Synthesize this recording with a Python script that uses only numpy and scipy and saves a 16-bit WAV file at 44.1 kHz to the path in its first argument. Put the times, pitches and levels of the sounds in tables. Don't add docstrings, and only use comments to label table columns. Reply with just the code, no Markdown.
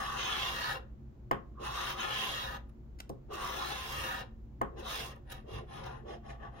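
import sys
import numpy as np
from scipy import signal
from scipy.fft import rfft, irfft
from scipy.io import wavfile
from scipy.ndimage import uniform_filter1d

SR = 44100
rng = np.random.default_rng(int(sys.argv[2]) if len(sys.argv) > 2 else 0)


def generate_wav(signal):
    frames = np.transpose(np.atleast_2d(signal))
    scaled = np.clip(frames, -1, 1) * 32767
    pcm = np.round(scaled).astype(np.int16)
    wavfile.write(sys.argv[1], SR, pcm)


N = 291060
TIME = np.arange(N) / SR

# (frequency [Hz], relative level [dB])
AIR_SPECTRUM = [(15, -21), (36, -1), (60, -5), (88, -10), (125, -7.5), (160, -17.5), (220, -14), (420, -25),
                (1000, -36.5), (2000, -47), (5200, -57), (7400, -57.5), (8300, -71.5), (15000, -59)]
# (frequency [Hz], correlation [0-1])
AIR_CORRELATION = [(30, 0.67), (130, 1), (260, 0.77), (600, 0), (8000, 0.01)]
# (frequency [Hz], level [dB])
HUM_PARTIALS = [(59.2, -51), (118.4, -64.5), (131, -60.5), (221.5, -62.5), (296, -77.5), (355.3, -68)]
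# (frequency [Hz], T60 [s])
ROOM_DECAY = [(150, 0.19), (500, 0.39), (1400, 0.28), (4000, 0.21), (14000, 0.14)]
# (peak time [s], level [dB], length [s], band [Hz])
HAND_PUSHES = [(1.621, -47, 0.089, 554), (3.334, -44, 0.11, 580), (3.707, -62, 0.15, 75),
               (3.988, -38, 0.088, 73), (4.785, -50, 0.17, 470), (5.55, -48.5, 0.25, 536),
               (5.565, -39.5, 0.11, 138), (5.773, -50, 0.42, 144), (6.108, -47, 0.18, 565)]
# (time [s], relative level [dB], decay [s], band [Hz])
EDGE_TICKS = [(1.3122, -35, 0.002, 6840), (2.986, -46, 0.0066, 2410), (3.0014, -31.5, 0.0024, 1790),
              (3.0932, -44, 0.0016, 6000), (3.101, -49, 0.00038, 6000), (4.6146, -40.5, 0.0019, 7200)]
# (time [s], relative level [dB], low-pass corner [Hz])
TOOL_KNOCKS = [(1.3113, 4.5, 2230), (3.096, -2.5, 586), (4.6135, 2.5, 1640)]
# (delay [s], gain [dB])
KNOCK_PATHS = [(0, 0.5), (0.00036, -0.5)]
# (frequency [Hz], relative level [dB], T60 [s])
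TABLE_MODES = [(126.8, -14, 0.25), (203.7, -11.5, 0.31), (344, -9.5, 0.13), (437, -5, 0.098),
               (484, 7, 0.025), (540, -1, 0.13), (692, -2, 0.1), (815, 0, 0.099), (890, 10.5, 0.0108),
               (1078, 12, 0.049), (1252, 4, 0.053), (1630, -25.5, 0.29), (1760, 7, 0.017), (2110, 2, 0.021),
               (2950, -3.5, 0.027)]
# (frequency [Hz], relative level [dB])
THUD_SPECTRUM = [(60, -25), (130, -1), (300, 12), (500, 5.5), (1150, 2), (1700, -4), (2400, -9), (3100, -1),
                 (3800, -8), (8000, -11)]
# (frequency [Hz], T60 [s])
THUD_DECAY = [(150, 0.31), (600, 0.11), (1600, 0.21), (3000, 0.16), (5000, 0.09)]
# (frequency [Hz], width [Hz], near-end lift [dB], far-end lift [dB])
CARD_RESONANCES = [(358, 31, 12.5, 5.5), (441.4, 9, 20.5, -1), (543, 87, 5.5, 10), (683, 50, 11.5, 1),
                   (793.6, 101, 11, 7), (850, 60, 7, -5), (1041.5, 60, 6.5, 14), (1140, 173, 11, -9),
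                   (1230, 74, -1, 16.5), (1416, 75, 6, 4), (1740, 220, 2.5, 6), (2066, 110, 3, -12.5),
                   (2330, 110, -8, 0.5), (2777, 100, 1.5, 11), (2750, 140, 1, 0), (3470, 170, 7.5, -3),
                   (3800, 300, -4, 4), (5240, 280, 7, 7), (6240, 680, 9, -1), (8830, 1100, 10, 3),
                   (9750, 780, 8.5, 9), (12170, 490, -9.5, 16), (14100, 730, 10.5, 5.5)]
# (frequency [Hz], relative level [dB])
PRESSED_SPECTRUM = [(60, -33), (130, 4.5), (280, -16.5), (430, -9.5), (550, -15), (690, -14), (900, -1),
                    (1150, -2), (1550, 0), (1900, -0.5), (2300, -7.5), (3000, -38), (6000, -96)]
GLIDING_SPECTRUM = [(60, -24.5), (130, 13), (260, 2.5), (520, 1.5), (700, 0.5), (1100, 1), (1350, -4.5),
                    (1950, -4.5), (2400, -11), (3200, -15.5), (6000, -64)]
RASP_SPECTRUM = [(900, -48.5), (2100, 2), (2400, -1.5), (2800, 2), (3300, 0.5), (3900, -1), (4500, -9),
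                 (5800, -11), (6800, -19), (8200, -32), (9600, -28), (11000, -24.5), (16000, -46)]
FLAKE_SPECTRUM = [(2500, 9.5), (5000, 3), (7000, 5), (8300, -6.5), (9200, -4), (10000, -2.5), (10900, -8.5),
                  (12300, -2.5), (13300, 1.5), (14800, -5.5), (15800, 4)]
# (time [s], place [0 near, 1 far])
TOOL_PATH = [(0, 0.13), (.8, 0.98), (1.5, 0.19), (2, 0.4), (2.55, 0.91), (3.25, 0.2), (4.25, 0.93),
             (4.7, 0.11), (5.25, 0.92), (6.1, 0.13), (6.6, 0.2)]
# (time [s], relative edge bite [dB], relative table drag [dB])
HARD_STROKES = [
    [(0.0, -45.5, -38.5), (0.066, -45, -47), (0.16, -47.5, -47), (0.186, -46, -45.5), (0.475, -40.5, -42.5),
     (0.514, -42, -42), (0.706, -42, -38.5), (0.774, -53.5, -46), (0.83, -103, -77)],
    [(1.58, -89, -85), (1.602, -60, -80), (1.654, -46, -48), (1.704, -50, -48.5), (1.756, -44, -46.5),
     (1.91, -42.5, -44), (1.958, -56, -55), (1.996, -46.5, -42.5), (2.194, -43, -45.5), (2.414, -44, -41.5),
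     (2.57, -54.5, -47.5), (2.62, -98, -78)],
    [(3.285, -94, -91), (3.309, -61, -67), (3.337, -48, -68), (3.381, -51.5, -47.5), (3.433, -47, -49.5),
     (3.549, -45.5, -47.5), (3.725, -46, -44.5), (3.835, -45.5, -50), (4.073, -43, -40),
     (4.217, -51.5, -44.5), (4.28, -94, -74)],
    [(4.82, -62.5, -55.5), (4.895, -46, -49), (5.01, -45.5, -55), (5.122, -57, -55), (5.18, -99, -63)],
]
STROKE_FLAKING_DB = [-21, -19, -17.5, -14.5]
# (peak time [s], length [s], drag [dB], bite [dB], flaking [dB], squeal [dB])
LIGHT_RUBS = [(2.697, 0.034, -83, -88, -86, -78), (4.8, 0.1, -51.5, -53.5, -69, -103),
              (5.162, .025, -76, -77, -76.5, -78), (5.306, 0.037, -66, -55, -68, -58),
              (5.324, 0.052, -55, -49.5, -59.5, -65), (5.344, 0.21, -55, -60, -76, -74),
              (5.55, 0.21, -52.5, -52, -77, -74), (5.585, 0.037, -48, -53.5, -79.5, -63),
              (5.769, 0.25, -53, -54.5, -80, -69), (5.841, 0.022, -64, -50, -72, -80),
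              (5.865, 0.091, -48, -54, -74, -90), (5.88, 0.36, -52, -61.5, -84, -83),
              (6.117, 0.16, -54, -56.5, -88, -89), (6.301, 0.18, -53.5, -61.5, -98, -85),
              (6.447, 0.16, -52.5, -68.5, -110, -98), (6.61, 0.24, -54.5, -62.5, -94, -82)]
# (peak time [s], length [s], relative level [dB], frequency [Hz])
EDGE_SQUEAKS = [(0.222, 0.17, -50.5, 6310), (2.007, 0.047, -50.5, 6470)]
HOLLOW_RINGS = [(0.061, 1, -44.5, 1120), (0.345, 0.55, -60, 1135), (1.675, 0.16, -44.5, 1045),
                (1.784, 0.48, -44, 1150), (3.336, 0.075, -44.5, 1104), (3.454, 0.19, -40.5, 1089),
                (3.631, 0.074, -38.5, 1054)]
EDGE_CHATTERS = [(0.21, 0.1, -43, 3080), (0.31, 0.24, -42, 3070), (0.44, 0.13, -42, 3350),
                 (0.62, 0.24, -49.5, 3980), (1.808, 0.32, -53, 3550), (2.025, 0.098, -42.5, 2950),
                 (2.17, 0.23, -40.5, 3020), (2.29, 0.3, -43.5, 3190), (2.41, 0.13, -46.5, 3570),
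                 (3.698, 0.35, -51, 3800), (4.073, 0.46, -64, 2660), (4.933, 0.24, -51.5, 3600),
                 (6.304, 0.054, -49, 1890)]


def amp(db):
    return 10 ** (np.asarray(db) / 20)


def lookup(points, hz):
    point_hz, value = np.transpose(points)
    return np.interp(np.log(hz + 1), np.log(point_hz + 1), value)


def add(mix, time_s, sound):
    part = mix[round(time_s * SR):][:len(sound)]
    part += sound[:len(part)]


def unit_rms(x, band_hz=(0, SR)):
    hz = np.fft.rfftfreq(x.shape[-1], 1 / SR)
    inside = irfft(rfft(x) * ((hz >= band_hz[0]) & (hz <= band_hz[1])))
    return x / np.sqrt(np.mean(inside ** 2) + 1e-20)


def drift(corner_hz):
    hz = np.fft.rfftfreq(N, 1 / SR)
    return unit_rms(irfft(rfft(rng.standard_normal(N)) / (1 + (hz / corner_hz) ** 4), N))


def swell(peak_s, length_s):
    return np.cos(np.pi * np.clip((TIME - peak_s) / length_s, -.5, .5))


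def convolve(x, response):
    return signal.oaconvolve(np.atleast_2d(x), np.atleast_2d(response), axes=1)[:, :N]


def diffuse(decay, rise_s, spectrum=None):
    hz, t, bins = signal.stft(rng.standard_normal((2, SR // 2)), SR, nperseg=256)
    bins *= amp(-60 * t / lookup(decay, hz)[:, None]) * (1 - np.exp(-t / rise_s))
    if spectrum:
        bins *= amp(lookup(spectrum, hz))[:, None]
    tail = signal.istft(bins, SR, nperseg=256)[1]
    return tail / np.linalg.norm(tail, axis=1, keepdims=True)


def background():
    hz = np.fft.rfftfreq(N, 1 / SR)
    left, independent = rfft(rng.standard_normal((2, N)))
    correlation = lookup(AIR_CORRELATION, hz)
    right = correlation * left + np.sqrt(1 - correlation ** 2) * independent
    air = irfft(np.array([left, right]) * amp(lookup(AIR_SPECTRUM, hz)), N)
    hum = sum(amp(db + 3.8 * drift(13.0)) * np.sin(2 * np.pi * hum_hz * TIME + 0.93 * drift(0.65))
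              for hum_hz, db in HUM_PARTIALS)
    return amp(-57) * unit_rms(air, band_hz=(20, 50)) + hum


def room(x):
    return convolve(x, diffuse(ROOM_DECAY, rise_s=0.0027))


def early_echoes(x, echo_db, fade_s, count=14):
    response = np.zeros((2, SR // 40))
    highpass = signal.butter(2, 330, "highpass", fs=SR)
    for ear in response:
        delays = rng.integers(SR // 4000, SR // 70, count)
        echoes = rng.choice([-1, 1], count) * np.exp(-delays / SR / fade_s)
        ear[delays] = amp(echo_db) * echoes / np.linalg.norm(echoes)
        ear[:] = signal.lfilter(*highpass, ear)
        ear[rng.integers(0, SR // 1200)] += 1
    return convolve(np.array([x, x]), response / np.linalg.norm(response, axis=1, keepdims=True))


def moving_echoes(x, place, count=9):
    fades = (np.cos(np.pi / 2 * np.clip(place * (count - 1) - k, -1, 1)) for k in range(count))
    return sum(fade * early_echoes(x, echo_db=8.0, fade_s=0.0081) for fade in fades)


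def pushes():
    out = np.zeros(N)
    for peak_s, level_db, length_s, hz in HAND_PUSHES:
        band = signal.butter(2, [hz / 1.6, hz * 1.18], "bandpass", fs=SR, output="sos")
        noise = unit_rms(signal.sosfilt(band, rng.standard_normal(N)))
        out += amp(level_db) * swell(peak_s, length_s) * noise
    return early_echoes(out, echo_db=0.0, fade_s=0.026)


def ticks():
    out, t = np.zeros(N), np.arange(SR // 10) / SR
    for time_s, level_db, decay_s, hz in EDGE_TICKS:
        band = signal.butter(1, [hz / 3, hz * 1.86], "bandpass", fs=SR)
        fade = np.exp(-t / decay_s)
        snap = signal.lfilter(*band, rng.standard_normal(len(t)) * fade * (1 - fade))
        add(out, time_s, amp(level_db + 13.5) * snap / np.linalg.norm(snap))
    return early_echoes(out, echo_db=-24.0, fade_s=0.03, count=40)


def knocks():
    out, t = np.zeros((2, N)), np.arange(SR // 2) / SR
    modes = sum(amp(db - 60 * t / t60_s) * np.sin(2 * np.pi * hz * t + np.pi * k)
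                for k, (hz, db, t60_s) in enumerate(TABLE_MODES))
    thud = diffuse(THUD_DECAY, rise_s=0.004, spectrum=THUD_SPECTRUM)[:, :len(t)]
    rings = modes / np.linalg.norm(modes) + amp(-4.5) * thud
    for time_s, level_db, corner_hz in TOOL_KNOCKS:
        lowpass = signal.butter(3, corner_hz, fs=SR)
        for ear, ring, (delay_s, ear_db) in zip(out, rings, KNOCK_PATHS):
            add(ear, time_s + delay_s, amp(level_db + ear_db - 1.5) * signal.lfilter(*lowpass, ring))
    return out


def ringing(x, hz, width_hz):
    carrier = np.exp(2j * np.pi * np.cumsum(hz * np.ones(N)) / SR)
    pole = np.exp(-np.pi * width_hz / SR)
    for _ in range(2):
        x = 2 * (carrier * signal.lfilter([1 - pole], [1, -pole], x / carrier)).real
    return unit_rms(x)


def singing(x, swells, width_hz):
    power = sum(amp(db) ** 2 * swell(peak_s, length_s) ** 2 for peak_s, length_s, db, _ in swells)
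    peaks_s, _, _, hz = np.transpose(swells)
    return np.sqrt(power) * ringing(x, np.interp(TIME, peaks_s, hz), width_hz)


def card(x, spectrum, place, unit_band_hz):
    hz, out = abs(np.fft.fftfreq(8192, 1 / SR)), 0
    for end, share in enumerate((1 - place, place)):
        resonance_db = sum(lifts_db[end] / (1 + (2 * (hz - centre_hz) / width_hz) ** 2)
                           for centre_hz, width_hz, *lifts_db in CARD_RESONANCES)
        log_gain = np.log(amp(lookup(spectrum, hz) + resonance_db))
        response = np.fft.ifft(np.exp(np.conj(signal.hilbert(log_gain)))).real
        out = out + share * convolve(x, response[:len(hz) // 2])
    return unit_rms(out, unit_band_hz)


def flake_patches(x, depth_db=2.5, patch_hz=700, patch_s=0.07):
    hz, t, bins = signal.stft(x, SR, nperseg=512)
    field = uniform_filter1d(rng.standard_normal(bins.shape[1:]), round(patch_hz / hz[1]), axis=0)
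    field = uniform_filter1d(field, round(patch_s / t[1]), axis=1)
    return signal.istft(bins * amp(depth_db * field / field.std()), SR, nperseg=512)[1][:, :N]


def slips(rate_hz, spread_db, clump_db):
    size = amp(spread_db * np.minimum(rng.exponential(1, N), 4)) * rng.choice([-1, 1], N)
    fires = rng.random(N) < rate_hz / SR
    return size * fires * amp(clump_db * drift(116))


def stroke_gains(place, far_flaking_db=1.5, flake_onset_db=-53):
    gains = np.zeros((4, N))
    for stroke, flaking_db in zip(HARD_STROKES, STROKE_FLAKING_DB):
        times_s, bite_db, drag_db = np.transpose(stroke)
        bite, drag = amp(np.interp(TIME, times_s, bite_db)), amp(np.interp(TIME, times_s, drag_db))
        flaking = bite * amp(flaking_db + far_flaking_db * place) * np.tanh(bite / amp(flake_onset_db))
        active = (TIME >= times_s[0]) & (TIME <= times_s[-1])
        gains[:3] += np.array([drag, bite, flaking]) * active
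    for peak_s, length_s, drag_db, bite_db, flaking_db, squeal_db in LIGHT_RUBS:
        active = abs(TIME - peak_s) < length_s / 2
        speed = swell(peak_s, length_s)[active] ** 2
        rub = [amp(drag_db) * speed ** 0.86, amp(bite_db) * speed ** 1.23,
               amp(flaking_db) * speed ** 5.5, amp(squeal_db) * speed]
        gains[:, active] = np.maximum(gains[:, active], rub)
    return gains


def scraping():
    place = np.interp(TIME, *np.transpose(TOOL_PATH))
    drag, bite, flaking, squealing = stroke_gains(place)
    grip = amp(0.5 * drift(5.4) + 1.3 * drift(450))
    edge = moving_echoes(grip * slips(rate_hz=6000, spread_db=2.5, clump_db=-0.18), place)
    crumbs = moving_echoes(grip * slips(rate_hz=6000, spread_db=-2.0, clump_db=2.5), place)
    shudder = early_echoes(slips(rate_hz=4400, spread_db=-1.7, clump_db=2.0), echo_db=1.5, fade_s=0.0012)
    grit = early_echoes(slips(rate_hz=1200, spread_db=0.0, clump_db=2.0), echo_db=-1.0, fade_s=0.0038)

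    dig = 1 / (1 + (amp(-49.0) / (bite + 1e-9)) ** 2)
    pressed = card(edge, PRESSED_SPECTRUM, place, unit_band_hz=(600, 2000))
    gliding = card(edge, GLIDING_SPECTRUM, place, unit_band_hz=(600, 2000))
    body = drag * (amp(3.0) * dig * pressed + amp(2.5) * (1 - dig) * gliding)
    rasp = amp(-1.5) * bite * card(edge, RASP_SPECTRUM, place, unit_band_hz=(2400, 5000))
    grains = flake_patches(unit_rms(crumbs) + 0.89 * unit_rms(grit))
    flakes = amp(3.0) * flaking * card(grains, FLAKE_SPECTRUM, place, unit_band_hz=(11800, 15500))

    squeak = singing(crumbs, EDGE_SQUEAKS, width_hz=340)
    hollow = singing(shudder, HOLLOW_RINGS, width_hz=185)
    chatter = singing(edge, EDGE_CHATTERS, width_hz=1000)
    squeal = squealing * ringing(crumbs, hz=10020, width_hz=260)
    pan_left, pan_right = amp([[1.1], [-1.1]]), amp([[-.7], [.7]])
    return (body + hollow) * pan_left + (rasp + chatter + flakes + squeak + squeal) * pan_right


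def scene():
    strokes, blows, snaps = scraping(), knocks(), ticks()
    direct = strokes + pushes() + blows + snaps
    room_send = amp(-10.5) * strokes + amp(-13.5) * blows + amp(-12.5) * snaps
    return direct + room(room_send) + background()


def record(dry):
    lowpass = signal.firwin(511, 15850, window=("kaiser", 9), fs=SR)
    return signal.oaconvolve(dry, lowpass[None], "same")


dry = scene()
out = record(dry)
generate_wav(out)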